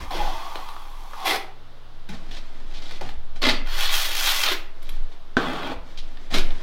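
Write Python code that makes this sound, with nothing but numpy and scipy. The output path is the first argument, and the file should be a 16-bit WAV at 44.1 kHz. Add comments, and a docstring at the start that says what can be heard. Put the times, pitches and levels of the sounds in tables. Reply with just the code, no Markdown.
"""A wet, gritty rasp with a brief sinking tone: a plasterer draws a steel trowel through mortar on a wall.
He flicks it off, steps back over a gritty floor, scrapes the blade clean with a second trowel, drops
the lump into a booming tub and scuffs away. The scrapes are stick-slip friction of sand grains, coloured
by the resonances of the steel; the boom is the free vibration of the tub. A bare block-walled room
reflects it all, over a faint hum and the low rumble of a swaying hand-held microphone."""
import sys
import numpy as np
from scipy import signal
from scipy.fft import rfft, irfft, next_fast_len
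from scipy.io import wavfile
from scipy.ndimage import map_coordinates

SR = 44100
rng = np.random.default_rng(int(sys.argv[2]) if len(sys.argv) > 2 else 0)


def dump(signal):
    """Clip the signal to [-1, 1] and save it as 16-bit WAV at the path in sys.argv[1]."""
    limited = np.clip(np.atleast_2d(signal).T, -1, 1)
    pcm = np.round(limited * 32767).astype(np.int16)
    wavfile.write(sys.argv[1], SR, pcm)


N = 291954
TIME = np.arange(N) / SR

# A scrape has four bands, low to high: drag, paste, rasp, hiss. A mix is (drag, paste, hiss) re rasp.
# pressure of the blade on the wall, expressed as its rasp: (time [s], level [dB])
WALL_PRESSURE = [(0, -44), (.05, -52), (.104, -53), (.113, -38.5), (.155, -35), (.25, -40), (.6, -47.5),
                 (.88, -55.5), (1.1, -54), (1.26, -39.5)]
FIRM_DB = -40   # an ordinary firm pressure
# mix on the wall, a row per band: (level at firm pressure [dB], slope with pressure [dB/dB])
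PRESSURE_MIX = [(-3.5, 1.0), (-2.5, .1), (-11.5, -.38)]
# wet paste shearing under the blade: (pressure [dB], centre frequency [Hz], level [dB])
PASTE_SHEAR = [(-56, 950, -51), (-51, 1000, -42), (-45, 990, -37.5), (-39, 840, -33.5)]
# the blade sings, sinking as it flattens: (time [s], frequency [Hz], level [dB])
BLADE_SONG = [(0.15, 900, -46), (0.2, 839, -33.5), (0.27, 787, -36.5), (0.33, 730, -50), (0.46, 690, -50),
              (0.52, 670, -60)]
# resonances of the steel blade: (frequency [Hz], bandwidth [Hz], relative gain [dB])
BLADE_MODES = [(1120, 39, -2), (1500, 90, 3), (1730, 70, -16), (2015, 105, 4), (2612, 42, 9),
               (3270, 180, 8), (3430, 160, 10), (4320, 160, 5)]

# quick strokes: (start [s], attack [s], hold [s], release [s], rasp [dB], sag over the hold [dB],
# drag re rasp [dB], drag gained as mortar gathers [dB], paste re rasp [dB], hiss re rasp [dB])
FLICK_STROKE = (1.243, .028, .09, .014, -23, 5.5, -10.5, 11, 1, -10.5)
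SCOOP_STROKE = (3.414, .016, .072, .036, -21.2, 0, -7, 0, -4.5, -15.5)
TUB_STROKE = (5.372, .012, .335, .025, -35.5, 4.5, 3, 0, 4.5, -17.5)
SCUFF_STROKE = (6.326, .02, .036, .025, -26, 0, -5.5, 0, -3, -13)
# the hand pushes and tilts the blade in cleaning: (time [s], half length [s], rasp [dB], hiss [dB])
HAND_PUSHES = [(3.845, .03, 3, -1), (3.89, .025, -1, -10), (3.94, .018, 3, 2), (4.115, .05, -4, -7),
               (4.29, .03, 7.5, 3.5), (4.475, .025, 4, -2)]
# modes of the tub: (frequency [Hz], relative level [dB], T60 [s])
TUB_WALL_MODES = [(267, 3.5, .17), (314, -7, 0.1), (422, -8, 0.093), (583, -21, .16), (670, -15, .18),
                  (1070, -20, .1), (1427, -9, 0.19), (1535, -3.5, 0.14), (1610, -20, 0.095)]
LANDING_S = 5.368   # the lump meets the tub

# soles shifting on the floor: (start [s], hold [s], rasp level [dB], dry grit [0-1])
SOLE_SLIDES = [(0, .04, -46, 0), (2.085, .06, -48, .1), (2.307, .07, -42.5, .45), (2.735, .045, -44, .9),
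               (2.815, .15, -44, .5), (3.005, .09, -47, .05), (3.352, .02, -48, .2), (4.815, .14, -53, .35),
               (5.11, .015, -55, .6), (5.97, .012, -37.5, .97), (6.302, .03, -37.5, .15),
               (6.44, .17, -51.5, 0)]
# mix of a step, a row per band: (level for a soft sole [dB], level on dry grit [dB])
SOLE_MIX = [(2, -22), (2, -15), (-12.5, -17)]
# clothes rustling: (start [s], hold [s], rasp level [dB])
CLOTH_RUSTLES = [(2.1, .95, -57), (4.72, .38, -62), (5.8, .78, -59)]
# sand cracking and steel touching: (time [s], snap peak [dB], treble lift [dB])
GRAIN_TICKS = [(0.108, -28, 0), (0.5565, -24, -6), (0.688, -30, -2), (1.270, -17, 0), (2.090, -32, -3),
               (2.313, -34, -7), (2.91, -26.5, -9), (3.011, -28, -4), (3.091, -30, -5), (3.4203, -18, -3),
               (3.4388, -8, -12), (3.4705, -13, -6), (3.4893, -7, -9), (4.014, -17, 0), (4.436, -11, 0),
               (4.521, -15, -4), (4.828, -36, 8), (4.892, -25, 5), (5.632, -25.5, -11), (6.172, -34, -13),
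               (6.3415, -12.5, -6), (6.384, -13.5, -7), (6.506, -27.5, -10)]
# dull knocks of tools and shoes: (time [s], level [dB], centre frequency [Hz], T60 [s])
DULL_KNOCKS = [(0.556, -25, 560, .025), (0.688, -33, 1000, .03), (0.764, -29, 950, 0.026),
               (1.133, -32, 1047, 0.033), (1.272, -25, 820, .1), (2.09, -31, 192, 0.14),
               (3.011, -26.5, 600, 0.077), (3.091, -30.5, 796, 0.03), (3.468, -18.5, 275, 0.099),
               (4.515, -32, 364, 0.17), (5.718, -25.5, 620, 0.08), (6.341, -24.5, 420, 0.13)]

# spectra of the scrapes, before their four bands are balanced: (frequency [Hz], relative level [dB])
WALL_SPECTRUM = [(71, -65), (120, -23), (177, -8), (250, -18.5), (307, -8.5), (471, -10.5), (511, -4),
                 (615, -11), (802, 1.5), (1540, -21), (3490, -20), (5580, -23.5), (7890, -30.5),
                 (11600, -28.5), (15800, -33)]
FLICK_SPECTRUM = [(88, -50), (150, -30), (291, -20), (340, -7), (598, -15), (741, -0.5), (974, -8),
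                  (1030, -5.5), (1470, -14.5), (2000, -10), (2900, -14), (3460, -11), (7110, -22.5),
                  (12000, -17.5), (15800, -27)]
SCOOP_SPECTRUM = [(71, -28), (120, -1), (181, -26), (255, -6), (400, -14), (533, -6.5), (1090, -5.5),
                  (1360, -2), (1710, -9), (2090, -2.5), (2370, -12), (3420, -9), (4550, -9), (6180, -21),
                  (15800, -43)]
CLEANING_SPECTRUM = [(120, -76), (200, -22.5), (416, -10), (472, -15), (547, -7), (746, -5), (803, -1),
                     (1340, -1), (2040, -2), (2230, -2), (3340, 3), (4310, 1.5), (7890, -20), (15000, -18),
                     (15800, -24)]
TUB_WIPE_SPECTRUM = [(71, -39), (120, -11), (226, -15), (272, -3.5), (326, -15), (392, -13), (522, -15),
                     (739, -9.5), (852, -5), (983, -11.5), (1110, -6.5), (1930, -19), (3420, -18.5),
                     (6050, -33.5), (15800, -43)]
SCUFF_SPECTRUM = [(71, -45), (120, 2.5), (295, -5), (354, 2.5), (400, -3), (640, -5.5), (785, -13.5),
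                  (1280, -10), (1420, -11), (1810, -14.5), (3420, -12), (12600, -27), (15800, -40)]
SHUFFLE_SPECTRUM = [(71, -20), (120, 4), (153, -11.5), (221, -6), (409, -11), (501, -12), (615, -12.5),
                    (739, -9.5), (1130, -15), (2730, -11.5), (3350, -5), (4360, -9.5), (15800, -36)]
# spectra of the wet slap, a tick, still air and rumble: (frequency [Hz], relative level [dB])
SLAP_SPECTRUM = [(60, -35), (120, -15), (190, -16), (290, -6), (400, 7), (600, -5), (1000, -6), (1250, -3),
                 (1550, 3.5), (1900, -17), (3600, -16), (7000, -32.5), (15800, -64)]
TICK_SPECTRUM = [(300, -23.5), (1000, -3), (2200, 2), (4000, 4), (7000, -17.5), (12000, -10.5),
                 (15800, -22)]
AIR_SPECTRUM = [(35, -13), (55, -14), (85, -15), (125, -21), (170, -20.5), (280, -18.5), (450, -18.5),
                (750, -18.5), (1240, -20.5), (2400, -29.5), (3500, -25.5), (5000, -33.5), (7500, -46),
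                (15800, -49.5)]
RUMBLE_SPECTRUM = [(10, -11.5), (25, -3), (55, 0.5), (80, -17.5), (120, -20), (250, -39), (700, -86.5)]

# reverberation time of the room: (frequency [Hz], T60 [s])
REVERB_TIMES = [(150, .6), (500, 0.42), (1400, 0.5), (3700, 0.32), (10000, 0.27), (16000, 0.27)]
# swells added to the resting hum: (start [s], hold [s], level [dB])
HUM_SWELLS = [(1.38, .65, -57), (2.75, .45, -56)]
# slow pressure swings on the microphone: (time [s], relative level [dB])
SWAY_ENVELOPE = [(0.0, -38), (0.26, -19), (0.41, -30), (1.9, -36), (1.99, -29), (3.95, -18), (4.02, -24),
                 (4.77, -27), (5.03, -16), (5.12, -29), (5.9, -33), (6.01, -22), (6.25, -30), (6.4, -11),
                 (6.53, -14), (6.62, -30)]
# low thuds of footfalls and handling: (time [s], level [dB])
LOW_THUDS = [(0, -29), (.2, -41), (2.09, -40), (3.03, -40), (3.13, -39), (3.47, -39), (5.48, -39),
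             (5.72, -35), (6.35, -36)]


def scrape(motion, spectrum, grains_per_s, grain_db, judder_db, steel, paste_from_hz=600):
    """Stick-slip friction: grains catch and slip as random impulses, which excite any steel's modes."""
    t, gate, (rasp_db, drag_db, paste_db, hiss_db) = motion
    sizes = from_db(grain_db * np.minimum(rng.exponential(1, len(t)), 4))
    signs = rng.choice([-1, 1], len(t))
    slips = rng.random(len(t)) < grains_per_s / SR
    clumping = from_db(judder_db * drift(t, 240))
    friction = coloured(sizes * signs * slips * clumping, spectrum)
    ringing = sum(from_db(db) * resonance(friction, hz, width) for hz, width, db in BLADE_MODES)
    contact = friction + steel * ringing
    bands = [(140, 600, drag_db), (paste_from_hz, 2200, paste_db),
             (2200, 6000, 0), (6000, 17000, hiss_db)]
    sound = sum(from_db(db) * unit_rms(band(contact, low, high)) for low, high, db in bands)
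    return placed(gate * from_db(rasp_db) * sound, t[0])


def shear(motion, width_hz, judder_db):
    """Stick-slip of paste on the blade: random modulation spreads a moving tone into a noise band."""
    t, gate, (centre_hz, level_db) = motion
    phase = 2 * np.pi * np.cumsum(centre_hz) / SR
    noise_band = drift(t, width_hz) * np.cos(phase) + drift(t, width_hz) * np.sin(phase)
    judder = from_db(judder_db * drift(t, 90.2))
    return placed(gate * from_db(level_db) * unit_rms(noise_band * judder), t[0])


def wall_draw():
    """Friction follows normal force: more pressure drags more mortar, less leaves the edge hissing."""
    t, gate, (pressure_db,) = follow(WALL_PRESSURE)
    mix_db = [db + slope * (pressure_db - FIRM_DB) for db, slope in PRESSURE_MIX]
    return t, gate, [pressure_db, *mix_db]


def paste_smear():
    """Shear under load: the pressure of the blade sets the centre frequency and level of the paste."""
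    t, gate, (pressure_db,) = follow(WALL_PRESSURE)
    pressures, *columns = np.transpose(PASTE_SHEAR)
    return t, gate, [np.interp(pressure_db, pressures, column) for column in columns]


def quick_stroke(row):
    """Transient friction: a stroke bites, then may lose force or gather drag as it slides."""
    start_s, attack_s, hold_s, release_s, rasp_db, sag_db, drag_db, gather_db, paste_db, hiss_db = row
    t, gate = swell(start_s, attack_s, hold_s, release_s)
    progress = np.clip((t - start_s - attack_s) / hold_s, 0, 1)
    return t, gate, [rasp_db - sag_db * progress, drag_db + gather_db * progress, paste_db, hiss_db]


def cleaning_pass(rasp_db=-25, bare_s=3.88, pile_s=4.42, pile_over_s=.09):
    """Mortar damps steel-on-steel friction: dull while loaded, bright when bare, dull as it piles up."""
    t, gate = swell(start_s=3.642, attack_s=.195, hold_s=.69, release_s=.028)
    push_db, tilt_db = sum(np.outer(gains_db, np.exp(-((t - s) / half_s) ** 2))
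                           for s, half_s, *gains_db in HAND_PUSHES)
    load = np.clip((bare_s - t) / (bare_s - t[0]), 0, 1)
    pile = np.clip((t - pile_s) / pile_over_s, 0, 1)
    bare_mix_db = np.array([-21.5, -7.5, -3.5])[:, None]
    push_mix_db = np.array([.3 * push_db, 1.05 * push_db, tilt_db]) - push_db   # drag follows weakly
    mortar_mix_db = np.outer((11, 6, -10), load) + np.outer((10, 4.5, -4.5), pile)
    return t, gate, [rasp_db + push_db, *(bare_mix_db + push_mix_db + mortar_mix_db)]


def tub_boom(modes_db=-16.5, smack_db=-7):
    """Free vibration: the lump smacks the bottom, and the modes of the tub decay exponentially."""
    t = TIME[:SR]
    modes = sum(from_db(db - 60 * t / t60) * np.sin(2 * np.pi * hz * t)
                for hz, db, t60 in TUB_WALL_MODES)
    smack = snap(SLAP_SPECTRUM, len(t))
    return -placed(from_db(modes_db) * modes + from_db(smack_db) * smack, LANDING_S + .001)


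def sole_slide(start_s, hold_s, rasp_db, grit):
    """Sliding friction of a sole: the more dry grit under it, the weaker the low bands."""
    t, gate = swell(start_s, attack_s=.007, hold_s=hold_s, release_s=.022)
    mix_db = [soft_db + (dry_db - soft_db) * grit for soft_db, dry_db in SOLE_MIX]
    return t, gate, [rasp_db, *mix_db]


def cloth_rustle(start_s, hold_s, rasp_db, flutter_db=2.1, mix_db=(1.5, -.5, -12)):
    """Light friction of cloth: a soft rubbing whose level wanders at random."""
    t, gate = swell(start_s, attack_s=.06, hold_s=hold_s, release_s=.06)
    return t, gate, [rasp_db + flutter_db * drift(t, 18), *mix_db]


def ticks(crumble_db=-6):
    """Brittle fracture and hard contact: a broadband snap, then a short crumble; steel is brighter."""
    out = np.zeros(N)
    for s, peak_db, lift_db in GRAIN_TICKS:
        spectrum = [(hz, db + lift_db * (hz > 5000)) for hz, db in TICK_SPECTRUM]
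        crumble = from_db(crumble_db) * burst(spectrum, t60=.028)
        out += placed(from_db(peak_db) * (snap(spectrum, len(crumble)) + crumble), s)
    return out


def knocks(grit_db=-17):
    """Heavily damped impacts: each gives one broad spectral hump, with some grit above it."""
    out = np.zeros(N)
    for s, level_db, hz, t60 in DULL_KNOCKS:
        hump = [(hz / 4, -22), (hz / 1.42, -4), (hz, 0)]
        grit = [(hz * 2.14, grit_db), (4500, grit_db - 10), (15000, grit_db - 35)]
        out += placed(from_db(level_db) * burst(hump + grit, t60), s)
    return out


def room_echoes(x, early_db=1, early_t60=.048):
    """Reverberation: sparse early reflections, then a diffuse tail that dies sooner in the treble."""
    t = TIME[:SR * 3 // 4]
    edges_hz = np.geomspace(60, 19000, 10)
    tail = np.zeros(len(t))
    for low, high in zip(edges_hz, edges_hz[1:]):
        t60 = at_hz(REVERB_TIMES, np.sqrt(low * high))
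        tail += band(rng.standard_normal(len(t)), low, high) * from_db(-60 * t / t60)
    build_up = np.clip(t / .015, 0, 1)
    reflections = rng.standard_normal(len(t)) * (rng.random(len(t)) < .04)
    early = reflections * from_db(-60 * t / early_t60) * (t > .001)
    response = unit_rms(tail * build_up) + from_db(early_db) * unit_rms(early)
    return signal.fftconvolve(x, response / np.linalg.norm(response))[:N]


def moving_in_room(x, wet_db, places=7, places_per_s=45):
    """Reflections depend on position: a moving source cross-fades round a ring of echo patterns."""
    place = TIME * places_per_s
    echoes = np.zeros(N)
    for k in range(places):
        distance = np.abs((place - k + places / 2) % places - places / 2)
        echoes += room_echoes(x * np.cos(np.pi / 2 * np.minimum(distance, 1)))
    return (x + from_db(wet_db) * echoes) / np.sqrt(1 + from_db(wet_db) ** 2)


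def room_air(level_db=-52.5):
    """Stationary noise: the floor of the still room, strongest in the bass."""
    air = coloured(rng.standard_normal(N), AIR_SPECTRUM)
    return from_db(level_db) * air / np.std(band(air, 67, 15800))


def hum(hz=124, rest_db=-64, fade_s=.15):
    """Amplitude and phase modulation: a faint low tone wavers and swells twice."""
    amplitude = from_db(rest_db)
    for start_s, hold_s, db in HUM_SWELLS:
        _, gate = swell(start_s, fade_s, hold_s, fade_s)
        amplitude = amplitude + from_db(db) * placed(gate, start_s)
    return amplitude * np.sin(2 * np.pi * hz * TIME + drift(TIME, 8.1))


def microphone_sway(hz=12, wander_hz=2.5, gain_db=1.5):
    """Infrasound: the swaying microphone meets slow swings of pressure."""
    envelope = from_db(gain_db + np.interp(TIME, *np.transpose(SWAY_ENVELOPE)))
    phase = 2 * np.pi * np.cumsum(hz + wander_hz * drift(TIME, 7)) / SR
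    return envelope * (np.sqrt(2) * np.sin(phase) + .05 * drift(TIME, 68))


def handling_rumble(rest_db=-55, attack_s=.015, t60=.6):
    """Structure-borne noise: footfalls and handling raise a low rumble into decaying thuds."""
    t = TIME[:SR]
    thud = np.minimum(t / attack_s, 1) * from_db(-60 * t / t60)
    envelope = from_db(rest_db) + sum(from_db(db) * placed(thud, s) for s, db in LOW_THUDS)
    return envelope * unit_rms(coloured(rng.standard_normal(N), RUMBLE_SPECTRUM))


def snap(spectrum, size):
    """Impulse response: an instantaneous contact with the given spectrum and a peak of 1."""
    response = coloured(signal.unit_impulse(size), spectrum)
    return response / np.abs(response).max()


def burst(spectrum, t60, size=16384):
    """Exponential decay: the coloured noise of a contact dies away from a level of about 1."""
    decay = from_db(-60 * TIME[:size] / t60)
    sound = coloured(rng.standard_normal(size) * decay, spectrum)
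    return sound * np.sqrt(np.sum(decay ** 2) / np.sum(sound ** 2))


def follow(rows, fade_s=.005):
    """Linear interpolation of a table into a motion: its times, a soft-ended gate and its controls."""
    times, *columns = np.transpose(rows)
    t = TIME[(TIME > times[0] - fade_s) & (TIME < times[-1] + fade_s)]
    gate = np.clip(np.minimum(t - t[0], t[-1] - t) / fade_s, 0, 1)
    return t, gate, [np.interp(t, times, column) for column in columns]


def swell(start_s, attack_s, hold_s, release_s):
    """Trapezoidal envelope: the times of a movement and its gate."""
    end_s = start_s + attack_s + hold_s + release_s
    t = TIME[(TIME > start_s) & (TIME < end_s)]
    return t, np.clip(np.minimum((t - start_s) / attack_s, (end_s - t) / release_s), 0, 1)


def drift(t, per_s):
    """Low-pass noise: a smooth curve of unit RMS through `per_s` random values a second."""
    values = rng.standard_normal(len(t) // 8)
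    return unit_rms(map_coordinates(values, [(t - t[0]) * per_s], order=3, mode="wrap"))


def coloured(x, spectrum):
    """Minimum-phase filtering: folding the cepstrum gives a causal response with this spectrum."""
    size = next_fast_len(2 * len(x), True) * 2
    magnitude = from_db(at_hz(spectrum, np.fft.rfftfreq(size, 1 / SR)))
    cepstrum = irfft(np.log(magnitude))
    cepstrum[1:size // 2] *= 2
    cepstrum[size // 2 + 1:] = 0
    return irfft(rfft(x, size) * np.exp(rfft(cepstrum)))[:len(x)]


def resonance(x, hz, width_hz):
    """Forced vibration of one damped mode: a two-pole resonator."""
    radius = np.exp(-np.pi * width_hz / SR)
    feedback = [1, -2 * radius * np.cos(2 * np.pi * hz / SR), radius ** 2]
    return signal.lfilter(np.array([1, 0, -1]) * (1 - radius ** 2) / 2, feedback, x)


def band(x, low_hz, high_hz):
    """Band-pass filtering with a flat passband."""
    return signal.sosfilt(signal.butter(3, [low_hz, high_hz], "band", fs=SR, output="sos"), x)


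def at_hz(points, hz):
    """Interpolation on a logarithmic frequency axis."""
    frequencies, values = np.transpose(points)
    return np.interp(np.log(np.maximum(hz, 1)), np.log(frequencies), values)


def placed(x, start_s):
    """Pure delay: a short sound set at its moment in the scene."""
    return np.concatenate([np.zeros(max(round(start_s * SR), 0)), x, np.zeros(N)])[:N]


def unit_rms(x):
    """Normalisation to a mean power of 1."""
    return x / np.sqrt(np.mean(x ** 2) + 1e-20)


def from_db(db):
    """The decibel law: level to amplitude ratio."""
    return 10 ** (np.asarray(db) / 20)


def scene():
    """Superposition: trowels, tub and feet sound in one room, over the background."""
    wall = scrape(wall_draw(), WALL_SPECTRUM,
                  grains_per_s=12000, grain_db=2.5, judder_db=.8, steel=.3, paste_from_hz=1340)
    wall += shear(paste_smear(), width_hz=540, judder_db=1.8)
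    wall += shear(follow(BLADE_SONG), width_hz=35, judder_db=1.5)
    wall += scrape(quick_stroke(FLICK_STROKE), FLICK_SPECTRUM,
                   grains_per_s=7000, grain_db=2, judder_db=1.5, steel=.22)
    tools = scrape(quick_stroke(SCOOP_STROKE), SCOOP_SPECTRUM,
                   grains_per_s=4000, grain_db=4, judder_db=1, steel=.25)
    tools += scrape(cleaning_pass(), CLEANING_SPECTRUM,
                    grains_per_s=7000, grain_db=3, judder_db=2, steel=.2)
    tools += scrape(quick_stroke(TUB_STROKE), TUB_WIPE_SPECTRUM,
                    grains_per_s=8000, grain_db=3, judder_db=1.5, steel=.24)
    slap = from_db(-15) * placed(burst(SLAP_SPECTRUM, t60=.13), LANDING_S)
    scuff = scrape(quick_stroke(SCUFF_STROKE), SCUFF_SPECTRUM,
                   grains_per_s=4000, grain_db=5, judder_db=.5, steel=0)
    motions = [sole_slide(*row) for row in SOLE_SLIDES] + [cloth_rustle(*row) for row in CLOTH_RUSTLES]
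    shuffles = sum(scrape(motion, SHUFFLE_SPECTRUM,
                          grains_per_s=5000, grain_db=3, judder_db=1.5, steel=0) for motion in motions)
    boom = tub_boom()
    work = moving_in_room(wall + tools + slap + scuff + shuffles + ticks() + knocks(), wet_db=-3)
    tub = boom + from_db(-8.5) * room_echoes(boom)
    background = room_air() + hum() + microphone_sway() + handling_rumble()
    return (work + tub + background)[None]


def record(dry):
    """Band limiting: a steep elliptic low-pass removes the highest treble."""
    cutoff_hz = 15900
    return signal.sosfilt(signal.ellip(12, .1, 80, cutoff_hz, fs=SR, output="sos"), dry)


dry = scene()
out = record(dry)
dump(out)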